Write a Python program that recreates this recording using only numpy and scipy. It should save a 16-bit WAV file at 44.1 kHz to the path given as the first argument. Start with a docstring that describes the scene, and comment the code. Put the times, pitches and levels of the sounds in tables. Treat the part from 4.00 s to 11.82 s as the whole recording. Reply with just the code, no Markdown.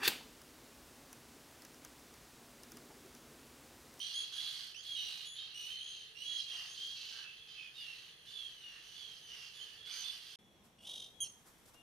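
"""A tern colony by the water. Near the microphone, trilled, arching cries around 3 kHz (the syrinx
sounding a tone) overlap with harsh rasps (its slaps ringing throat and beak), over a far chorus and
a low wash of wind and waves. After a brief dropout comes a quieter spot on the shore: thin far
calls, one hoarse screech, a sharp close "kip" and a few soft splashes."""
import sys
import numpy as np
from scipy import signal
from scipy.fft import rfft, irfft
from scipy.io import wavfile
from scipy.ndimage import uniform_filter1d, map_coordinates

SR = 44100
rng = np.random.default_rng(int(sys.argv[2]) if len(sys.argv) > 2 else 0)


def generate_wav(signal):
    """Clip the signal to [-1, 1] and save it as 16-bit WAV at the path in sys.argv[1]."""
    frames = np.transpose(np.atleast_2d(signal))
    scaled = np.clip(frames, -1, 1) * 32767
    pcm = np.round(scaled).astype(np.int16)
    wavfile.write(sys.argv[1], SR, pcm)


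N = 344862
TIME = np.arange(N) / SR
COLONY_END_S, SHORE_START_S = 6.358, 6.388
TRILL_DEPTH = .5
VOICED = .6   # share of a rasp's power in its reedy pulses


def from_db(db):
    """Decibels to gain."""
    return 10 ** (np.asarray(db) / 20)


def rms_one(x):
    """Scale to unit power."""
    return x / np.sqrt(np.mean(x ** 2) + 1e-20)


def at_hz(points, hz):
    """Read a spectrum on a log-frequency axis."""
    f, value = np.transpose(points)
    return np.interp(np.log(hz + 1e-3), np.log(f), value)


def drift(rate, size=N):
    """A random curve of spread about 1 that turns rate times a second."""
    at = np.arange(size) * rate / SR + rng.random()
    knots = int(at[-1]) + 2
    return 1.2 * np.interp(at, np.arange(knots), rng.standard_normal(knots))


def phase_of(hz):
    """Running phase of a changing frequency."""
    return 2 * np.pi * np.cumsum(hz) / SR


def ramp(start, length):
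    """Rises from 0 to 1 over length seconds."""
    return np.clip((TIME - start) / length, 0, 1)


def swelling(u, swell_db):
    """A rounded unit-power envelope over u = 0..1, leaning towards its start or end."""
    return rms_one(np.abs(np.sin(np.pi * u)) ** .35 * from_db(swell_db * u))


def resonate(x, modes):
    """Parallel resonances (f/Hz, width/Hz, relative level/dB); unit power."""
    out = 0
    for hz, width, db in modes:
        band = [max(hz - width / 2, 15), min(hz + width / 2, .45 * SR)]
        out += from_db(db) * signal.sosfilt(signal.butter(2, band, "band", fs=SR, output="sos"), x)
    return rms_one(out)


def bend(x, speed):
    """Read a sound at a changing speed, moving pitch and resonances together."""
    return map_coordinates(x, [np.cumsum(speed)], order=3, mode="mirror")


def place(x, pan_db, lag=.6):
    """Pan by left minus right level; the left microphone leads by a fraction of a sample."""
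    left, right = gains = from_db([pan_db / 2, -pan_db / 2])
    late = (1 - lag) * x + lag * np.roll(x, 1)
    return np.array([left * x, right * late]) / gains.mean()


def add(out, start, sound):
    """Mix a stereo sound in at start seconds."""
    i = int(np.clip(start * SR, 0, N - 1))
    out[:, i:i + sound.shape[1]] += sound[:, :N - i]


def syrinx(pitch, harmonics_db, rough, flutter=.5, side_db=-60):
    """A membrane tone that shakes when forced; flutter, at a share of the pitch, adds side tones."""
    size = len(pitch)
    phase = phase_of(pitch * (1 + .03 * rough * drift(1100, size)))
    flicker_db = 5.5 * np.sqrt(rough)
    tone = sum(from_db(db + flicker_db * np.tanh(drift(35, size))) * np.sin(k * phase)
               for k, db in enumerate(harmonics_db, 1))
    flutter_phase = phase_of(flutter * pitch * (1 + .16 * drift(500, size)))
    sides = np.sin(phase + flutter_phase) + from_db(-13) * np.sin(phase - flutter_phase)
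    sides *= from_db(side_db + 5.3 * drift(25.2, size))
    shimmer = 1 + .34 * rough * drift(1400, size)
    return np.sqrt(2) * (tone + sides) * shimmer


def contour(hz, glide, arch):
    """First, middle and last pitch of a call; glide and arch are shares of the pitch."""
    return hz * (1 - arch - glide / 2), hz, hz * (1 - arch + glide / 2)


def overtones(hz, db):
    """Levels of four harmonics after throat and beak."""
    # response of throat and beak: f/Hz, level/dB
    colour = [(5000, -1), (5800, -1.5), (6500, 1), (7200, -8), (8000, -17), (8800, -7), (9900, -3),
              (11000, -5), (11800, -16), (13500, -22)]
    return [0, *(db + at_hz(colour, hz * np.arange(2, 5)))]


def cry(length, pitches, swell_db, harmonics_db, trill, rough, flutter, side_db, trill_hz=60):
    """One note through three pitches, chopped by a fast trill that also bends it."""
    size = max(int(length * SR), 256)
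    u = np.linspace(0, 1, size)
    beat = np.sin(phase_of(trill_hz * (1 + .12 * drift(26.6, size))))
    pitch = np.polyval(np.polyfit([0, .5, 1], pitches, 2), u)
    pitch *= 1 - .04 * np.exp(-u * length / .009)   # scoops up to the note
    pitch *= 1 + .008 * trill * beat + .009 * drift(150, size)
    chop = 1 + trill * np.tanh(1.34 * beat + .46)
    return rms_one(swelling(u, swell_db) * chop * syrinx(pitch, harmonics_db, rough, flutter, side_db))


def single_cries(trim_db=1.0, arch=.007):
    """Birds that stand out, each from its own direction; rough cries trill and flutter more."""
    # start t/s, end t/s, f/Hz, glide/share, level/dB, swell/dB, overtones/dB, roughness/0-1, pan/dB
    cries = [(0, .141, 2920, -.05, -54, -12, -3, .46, -11), (0, .116, 3210, -.01, -47.5, -17, -19, .56, -7),
             (.138, .25, 3300, .02, -43.5, -4, -11, .23, -4),
             (.323, .585, 3330, .02, -48, -11, -13.5, .9, -6),
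             (.856, .985, 3295, -.06, -46, 6, -18, .28, -5),
             (.945, 1.04, 3780, -.03, -52, -3, -18, .45, -6),
             (.955, 1.14, 2900, -.055, -49, -3, -11, .4, -5), (.97, 1.1, 3190, -.02, -54, -3, -20, .5, -6),
             (1.255, 1.43, 3395, -.02, -54.5, -11, -6.5, .36, -1.5),
             (1.36, 1.493, 3160, .01, -55, -20, -22, .5, -9),
             (1.365, 1.45, 3760, .01, -55, -2, -22, .5, -7),
             (1.542, 1.708, 2937, .01, -51, -5.5, -9, .4, -2.5),
             (1.686, 1.83, 3060, -.02, -49.5, -3, -19, .7, -8),
             (1.795, 2.06, 3180, -.035, -52.5, -9, -11, .64, -2),
             (2.152, 2.268, 2900, .065, -52.5, 10, -9, .55, -11),
             (2.244, 2.422, 3290, -.04, -44.5, 2, -14.5, .25, -7.5),
             (2.26, 2.43, 2970, -.01, -54, -2, -18, .55, -8), (2.34, 2.43, 4050, 0, -53, 3, -26, .6, -7),
             (2.465, 2.62, 3200, -.07, -49.5, -3, -18, .35, -8),
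             (2.485, 2.661, 2860, -.03, -52.5, 1, -13, .55, -4),
             (2.653, 2.769, 3200, .01, -57, -1, -3, .4, 1),
             (2.775, 2.96, 3220, .05, -49.5, -3, -22, .3, -4),
             (3.11, 3.25, 2960, .02, -57, 0, -10, .6, -10),
             (3.22, 3.377, 2640, -.02, -60, -6, -23, .77, -9), (3.34, 3.5, 3360, .07, -64, 0, -24, .5, -6),
             (3.48, 3.69, 3080, -.09, -60, -2, -24, .6, -6),
             (3.548, 3.723, 2530, -.14, -57, -11, -20, .84, -9),
             (3.74, 3.869, 3550, -.16, -56, 5, -14, .3, -8),
             (3.766, 3.982, 2770, -.095, -54.5, -2, -14, .42, -4),
             (4.271, 4.498, 3393, -.11, -51.5, 6, -19, .4, -10),
             (4.5, 4.63, 3030, -.05, -63, 0, -7, .5, -6), (4.59, 4.79, 2850, -.11, -58, -2, -16, .35, -2),
             (4.822, 4.97, 3004, -.03, -63, 4, -7.5, .46, -3),
             (4.947, 5.12, 3327, -.12, -56, -3, -20, .51, -12),
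             (5.08, 5.22, 3220, 0, -60, -3, -18, .45, -8), (5.21, 5.32, 3060, -.03, -60, 2, -9, .4, -5),
             (5.286, 5.47, 2850, -.065, -56.5, -4, -10, .55, -6),
             (5.535, 5.66, 3350, -.1, -59, 0, -6, .55, -9),
             (5.597, 5.648, 3110, .01, -51, 6, -23, .25, -13),
             (5.666, 5.773, 2950, -.02, -62, -8, -22, .4, -8),
             (5.804, 5.919, 3380, .03, -53.5, 8, -33, .42, -11),
             (6.024, 6.112, 3510, 0, -48, 1, -30, .65, -14),
             (6.33, 6.62, 3390, -.035, -76.5, -2, -16, 0, -1),
             (7.12, 7.218, 3330, -.03, -69, 6, -18, .03, 17), (7.742, 7.86, 2805, -.01, -69, 5, -18, 0, 11)]
    out = np.zeros((2, N))
    for row, flutter in zip(cries, rng.uniform(.17, .36, len(cries))):
        start, end, hz, glide, db, swell_db, overtone_db, rough, pan_db = row
        trill = TRILL_DEPTH * np.tanh(6 * rough)
        note = cry(end - start, contour(hz, glide, arch), swell_db, overtones(hz, overtone_db),
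                   trill, rough, flutter, side_db=-19 + 9 * rough)
        add(out, start, from_db(db + trim_db) * place(note, pan_db))
    return out


def hoarse_pulses(size, pulse_hz, trill_db=2.5, trill_hz=58, burst_s=.00079, breath=.47, buzz=.3):
    """The syrinx slaps shut at uneven intervals: each slap is a click and a burst of turbulence."""
    cycles = np.cumsum(pulse_hz * np.exp(.2 * drift(150, size) + .15 * drift(10, size))) / SR
    slaps = np.diff(np.floor(cycles), prepend=0) * from_db(2 * np.clip(rng.standard_normal(size), -2, 2))
    bursts = rms_one(signal.lfilter([1], [1, -np.exp(-1 / (burst_s * SR))], slaps + 1e-18))
    trill = np.sin(phase_of(trill_hz * np.exp(.25 * drift(20, size))))
    turbulence = (bursts + breath) * rng.standard_normal(size)
    flow = (buzz * rms_one(slaps) + turbulence) * from_db(trill_db * trill)
    local_power = np.abs(uniform_filter1d(flow ** 2, SR // 25))
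    return flow / np.sqrt(local_power + 1e-9)


def reedy_pulses(size, pulse_hz, trill_db=3.5, trill_hz=52, uneven_db=3.0):
    """The voiced part of a rasp: nearly regular slaps of uneven strength, under a trill."""
    cycles = np.cumsum(pulse_hz * (1 + .02 * drift(400, size) + .012 * drift(25, size))) / SR
    trill = np.sin(phase_of(trill_hz * (1 + .15 * drift(20, size))))
    strength = from_db(uneven_db * drift(600, size) + trill_db * trill)
    return rms_one(np.diff(np.floor(cycles), prepend=0) * strength)


def near_rasps(mouth_hz=5950, arch=.02, pan_db=-6.2):
    """Harsh "kaar" calls nearby: pulses ring throat, mouth and chest; the open beak hisses."""
    # start t/s, end t/s, lower throat f/Hz, upper throat f/Hz, pulse f/Hz, upper throat level/dB,
    # swell/dB, then relative to the upper throat: mouth/dB, chest/dB, beak/dB
    rasps = [(0, .316, 3450, 4100, 412, -51, -.5, -15, -18, -16),
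             (.312, .735, 3300, 4200, 365, -51, -5, -11, -14, -11.5),
             (.825, .968, 3450, 4000, 415, -55.5, -4, -14, -18.5, -11),
             (.953, 1.287, 3170, 3800, 420, -50.5, -1, -14, -18, -13.5),
             (1.352, 1.556, 3230, 3850, 535, -56, -6, -18, -17, -28),
             (1.544, 1.766, 3020, 3850, 415, -57, 2, -8, -15, -8.5),
             (1.788, 2.133, 3170, 3900, 525, -59, -3, -18, -17, -30),
             (2.159, 2.492, 3270, 4000, 405, -54, 8, -13, -30, -17),
             (2.472, 2.729, 3050, 4550, 395, -57, 0, -6, -16, -11),
             (2.721, 2.981, 3270, 4300, 400, -56, -.5, -7, -16.5, -12),
             (2.949, 3.261, 3080, 4200, 375, -53, -6, -9, -18.5, -16),
             (3.222, 3.413, 3170, 4400, 440, -68, -4, -10, -11.5, -21),
             (3.469, 3.733, 3200, 4400, 440, -65, -13, -10, -12, -26),
             (3.739, 4.135, 3010, 3920, 370, -61, .5, -10, -13, -12),
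             (4.248, 4.619, 3260, 4000, 440, -62, -8, -9, -15, -10),
             (4.581, 4.857, 2910, 3900, 365, -66, 5, -7, -7, -13),
             (4.821, 5.234, 3100, 3980, 435, -63, -2, -5, -12, -9.5),
             (5.269, 5.509, 3000, 4700, 385, -60.5, 3, -5, -10.5, -11.5),
             (5.5, 5.817, 3000, 4500, 430, -65, -5, -6, -9.5, -7.5),
             (5.852, 6.202, 3200, 4450, 497, -53.5, 0, -10, -12.5, -9),
             (6.162, 6.431, 3250, 4400, 460, -60.5, 2, -8, -13, -7)]
    # resonances of chest and open beak: f/Hz, width/Hz, level/dB
    chest_modes = [(850, 248, -6), (1220, 240, -2.5), (1633, 180, 2), (2000, 380, 1)]
    beak_modes = [(9670, 350, -14), (9600, 1800, 8), (11900, 1900, 3), (13400, 4600, 1)]
    out = np.zeros((2, N))
    for start, end, lower_hz, upper_hz, pulse_hz, db, swell_db, mouth_db, chest_db, beak_db in rasps:
        u = np.linspace(0, 1, int((end - start) * SR))
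        padded = len(u) + 2000
        hoarse = hoarse_pulses(padded, pulse_hz)
        pulses = np.sqrt(VOICED) * reedy_pulses(padded, pulse_hz) + np.sqrt(1 - VOICED) * hoarse
        lower_db = -52.5 + .78 * (db + 52)   # grows less than the rest: a harder rasp is brighter
        lower = from_db(lower_db) * resonate(pulses, [(lower_hz, 560, 0)])
        upper = resonate(pulses, [(upper_hz, 860, 0)])
        flank = from_db(-11) * resonate(hoarse_pulses(padded, pulse_hz), [(upper_hz, 1720, 0)])
        mouth = from_db(mouth_db) * resonate(np.roll(pulses, 300), [(mouth_hz, 1100, 0)])
        chest = from_db(chest_db) * resonate(hoarse, chest_modes)
        beak = from_db(beak_db) * resonate(hoarse, beak_modes)
        voice = lower + from_db(db) * (upper + flank + mouth + chest + beak)
        # the resonances rise and fall as the beak opens and closes
        voice = bend(voice, 1 + arch * (np.sin(np.pi * u) - 2 / np.pi))
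        add(out, start, place(swelling(u, swell_db) * voice, pan_db + rng.uniform(-1.2, 1.2)))
    return out


def far_chorus(count=70, centre_hz=3080, spread=.16, level_db=-64):
    """Many distant birds give the same falling cry, each at its own pitch; their rasps merge."""
    # resonances of the far throats: f/Hz, width/Hz, level/dB
    throat = [(1813, 460, -5), (2990, 590, 0), (4170, 890, -5.5), (6070, 480, -10), (9900, 1660, -13),
              (12800, 2200, -19)]
    cries = np.zeros((2, N))
    for k, (when, length, height, side) in enumerate(rng.random((count, 4))):
        hz = centre_hz * (1 + spread * (2 * height - 1))
        note = cry(.15 + .2 * length, (hz * 1.1, hz, hz * .94), swell_db=0, harmonics_db=[0, -16, -24],
                   trill=.99, rough=.6, flutter=.25 + .25 * when, side_db=-9)
        start = (k + when) / count * COLONY_END_S - .15
        add(cries, start, place(note, -4 + 10 * (side - .5)))
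    rasps = np.array([resonate(hoarse_pulses(N, pulse_hz=500), throat) for _ in range(2)])
    return from_db(level_db) * (rms_one(cries) + rasps * from_db([[-1.5], [1.5]]))


def wash(spectrum):
    """Far wind and waves: gently wavering noise, most alike at both microphones in the low range."""
    # likeness of left and right: f/Hz, correlation/0-1
    likeness = [(30, 0.41), (90, .75), (180, 0.83), (350, 0.93), (700, 0.54), (1500, 0.1), (12000, 0.55)]
    hz = np.fft.rfftfreq(N, 1 / SR)
    mid, side = rfft(rng.standard_normal((2, N)))
    alike = at_hz(likeness, hz)
    stereo = np.sqrt(1 + alike) * mid + np.sqrt(1 - alike) * side * [[1], [-1]]
    noise = irfft(from_db(at_hz(spectrum, hz)) * stereo, N)
    return rms_one(noise) * from_db(.6 * drift(7))


def far_drone(level_db=-80):
    """A faint drone in the distance: three narrow bands of noise."""
    # drone bands: f/Hz, width/Hz, level/dB
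    bands = [(94, 24, -22.5), (144, 17.5, -15), (442.4, 24, -17.5)]
    return from_db(level_db) * resonate(rng.standard_normal(N), bands)


def low_tones(trim_db=-3.0):
    """Low hoarse tones under the cries, including the undertones of the second squawk."""
    # start t/s, end t/s, f/Hz, glide/share, level/dB
    tones = [(.32, .44, 1650, .05, -67), (2.47, 2.63, 1890, 0, -66), (3.11, 3.27, 1610, .02, -59),
             (3.84, 4.06, 1880, -.04, -70), (4.6, 4.86, 1820, -.1, -69), (5.28, 5.5, 1950, -.02, -69),
             (5.54, 5.86, 1750, -.03, -70), (5.87, 6.03, 1540, .03, -66), (5.87, 6.04, 2340, .03, -59)]
    out = np.zeros((2, N))
    for start, end, hz, glide, db in tones:
        note = cry(end - start, contour(hz, glide, arch=.015), swell_db=0, harmonics_db=[0, -8],
                   trill=TRILL_DEPTH, rough=1.7, flutter=.1, side_db=-6)
        add(out, start, from_db(db + trim_db) * place(note, pan_db=-8))
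    return out


def squawks():
    """Steeply arched cries to the right, forced until the membrane flutters at half the pitch."""
    # start t/s, end t/s, f/Hz, glide/share, arch/share, level/dB, swell/dB, overtones/dB, side tones/dB
    calls = [(.745, .85, 3230, .13, .12, -53, -11, -7, -10), (5.91, 6.04, 3150, -.03, .06, -50, -1, 5, -2)]
    out = np.zeros((2, N))
    for start, end, hz, glide, arch, db, swell_db, overtone_db, side_db in calls:
        harmonics_db = overtones(hz, overtone_db) + np.array([0, 0, -9, 0])
        note = cry(end - start, contour(hz, glide, arch), swell_db, harmonics_db,
                   trill=.6, rough=.45, flutter=.5, side_db=side_db)
        add(out, start, from_db(db) * place(note, pan_db=-12.5))
    return out


def low_croak(start_s=2.5, length_s=.25, level_db=-65.5, pulse_hz=300):
    """A deeper-voiced bird croaks once: slapping pulses in a larger throat."""
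    # throat resonances: f/Hz, width/Hz, level/dB
    throat = [(740, 180, -5), (1180, 260, -3), (1830, 380, 0)]
    out = np.zeros((2, N))
    u = np.linspace(0, 1, int(length_s * SR))
    voice = swelling(u, swell_db=-7) * resonate(hoarse_pulses(len(u), pulse_hz), throat)
    add(out, start_s, from_db(level_db) * place(voice, pan_db=-5))
    return out


def scatter(x, t60, wet_db, delay_s, dull_hz, thin_hz):
    """Rocks and water throw a diffuse, duller tail back to the microphone."""
    t = np.arange(int(.8 * SR)) / SR
    tail = rng.standard_normal((2, len(t))) * from_db(-60 * t / t60) * (t > delay_s)
    tail = signal.sosfilt(signal.butter(1, dull_hz, fs=SR, output="sos"), tail)
    # small ripples and stones scatter short waves best
    tail = signal.sosfilt(signal.butter(2, thin_hz, "high", fs=SR, output="sos"), tail)
    tail /= np.sqrt(np.sum(tail ** 2, axis=1, keepdims=True))
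    narrowed = (x + x.mean(axis=0)) / 2
    return x + from_db(wet_db) * signal.fftconvolve(narrowed, tail, axes=1)[:, :N]


def fading_hum(hz=212, width_hz=39, level_db=-76):
    """A faint hum of narrow-band noise that dies away."""
    hum = resonate(rng.standard_normal(N), [(hz, width_hz, 0)])
    return from_db(level_db) * hum * (1 - ramp(6.85, .25))


def swishes(spray_db=1.5, spray_hz=7500):
    """Wavelets and passing wings: a dull burst with hiss on top."""
    # t/s, level/dB, length/s, centre f/Hz
    bursts = [(6.633, -71.5, 0.055, 905), (6.798, -67.5, 0.3, 600), (7.2, -73, .9, 1620),
              (7.454, -65.5, 0.066, 1450), (7.578, -75, 0.027, 1285), (7.653, -67, 0.024, 287),
              (7.675, -65.5, .03, 1080), (7.734, -66, 0.027, 895)]
    out = np.zeros((2, N))
    for start, db, length, hz in bursts:
        u = np.arange(SR) / SR / length
        envelope = 3 * u * np.exp(1 - 3 * u)
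        noise = .97 * rng.standard_normal((2, SR)) + rng.standard_normal(SR)
        body = resonate(noise, [(hz, hz, 0)])
        spray = from_db(spray_db) * resonate(noise, [(spray_hz, 10000, 0)])
        add(out, start, from_db(db) * envelope * (body + spray))
    return out


def screech(start_s=6.785, attack_s=.088, hold_s=.17, release_s=.085, pulse_hz=465, stutter_hz=47):
    """One bird's begging screech: a regular stutter of reedy pulses whose throat climbs as it swells."""
    # throat resonances: f/Hz, width/Hz, level/dB
    throat = [(3270, 400, 0), (3670, 250, 1.5), (5200, 370, -14), (5950, 900, -12.5), (9450, 1200, -17),
              (11000, 580, -22)]
    pulses = (np.sqrt(VOICED) * reedy_pulses(N, pulse_hz, trill_db=0, uneven_db=2)
              + np.sqrt(1 - VOICED) * hoarse_pulses(N, pulse_hz, trill_db=0))
    rise = ramp(start_s, attack_s)
    sag = ramp(start_s + attack_s, hold_s)
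    fall = ramp(start_s + attack_s + hold_s, release_s)
    voice = bend(resonate(pulses, throat), 1 - .11 * (1 - rise ** 4))
    envelope_db = -48.7 - 19 * (1 - rise ** 2) - 3 * sag ** 2 - 21 * fall
    stutter_db = 4.5 * np.cos(2 * np.pi * stutter_hz * (TIME - 6.79))
    sounding = (rise > 0) * (fall < 1)
    return place(sounding * from_db(envelope_db + stutter_db) * voice, pan_db=-1)


def kip(start_s=7.203, hold_s=.02, break_s=.03, croak_s=.017, hz=3255, drop_hz=480, chop_hz=200):
    """Close to the microphone, a clear note starts hard, swells, then snaps down into a croak."""
    # harmonics 1-4: level/dB
    harmonics_db = [0, -.5, -3, -19]
    # resonances of the croak: f/Hz, width/Hz, level/dB
    croak_modes = [(3150, 300, 3), (4180, 400, 4), (5450, 600, -3), (8900, 1200, -8)]
    held = ramp(start_s, hold_s)
    broken = ramp(start_s + hold_s, break_s) ** 2
    gate = ramp(start_s, .002) * (1 - ramp(start_s + hold_s + break_s + croak_s, .01))
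    chop = 1 + .8 * broken ** .8 * np.sin(phase_of(chop_hz * (1 + .1 * drift(100))))
    croak = from_db(-3) * broken ** 2 * resonate(rng.standard_normal(N), croak_modes)
    pitch = (hz - 45 * (1 - held) - drop_hz * broken) * (1 + .005 * drift(200))
    note = (1 - .5 * broken ** 2) * syrinx(pitch, harmonics_db, rough=.1 + .6 * broken ** 3)
    envelope_db = -38.7 - 4 * (1 - held) - 17 * broken
    return place(gate * chop * from_db(envelope_db) * (note + croak), pan_db=-5)


def water_echo(x, delay_s=.026, echo_db=-15.0):
    """One clear reflection off the water beats against a falling note."""
    return x + from_db(echo_db) * np.roll(x, int(delay_s * SR), axis=1)


def scene():
    """The microphone at the colony, a short dropout, then at the quiet spot on the shore."""
    # spectra of wind and waves at each spot: f/Hz, relative level/dB
    colony_wash = [(15, -45), (25, -5.5), (118, -6.5), (147, -4.5), (269, -11.5), (334, -8), (403, -11),
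                   (445, -8), (583, -12.5), (679, -12), (1020, -13.5), (1290, -8.5), (1400, -20),
                   (1820, -42), (3080, -120)]
    shore_wash = [(15, -49), (25, -11.5), (131, -5.5), (213, -7), (286, -9), (856, -13.5), (1390, -19),
                  (1500, -18.5), (2930, -19.5), (3350, -16), (5010, -31), (5720, -19), (6370, -28),
                  (13100, -31.5), (15000, -39)]
    at_colony, at_shore = TIME < COLONY_END_S, TIME > SHORE_START_S
    cries = single_cries()
    colony_birds = cries + squawks() + near_rasps() + low_tones() + low_croak() + far_chorus()
    colony = scatter(colony_birds, t60=.35, wet_db=-6.5, delay_s=.008, dull_hz=8000, thin_hz=600)
    colony += from_db(-72) * wash(colony_wash) * from_db([[-.6], [.6]]) + far_drone()
    shore_birds = at_shore * cries + screech() + water_echo(kip())
    shore = scatter(shore_birds, t60=.38, wet_db=-13.5, delay_s=.012, dull_hz=4500, thin_hz=3900)
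    shore += from_db(-67) * wash(shore_wash) + swishes() + fading_hum()
    return at_colony * colony + at_shore * shore


def record(dry):
    """The top is cut steeply."""
    cutoff_hz = 15550
    return signal.sosfilt(signal.ellip(10, .2, 80, cutoff_hz, fs=SR, output="sos"), dry)


dry = scene()
out = record(dry)
generate_wav(out)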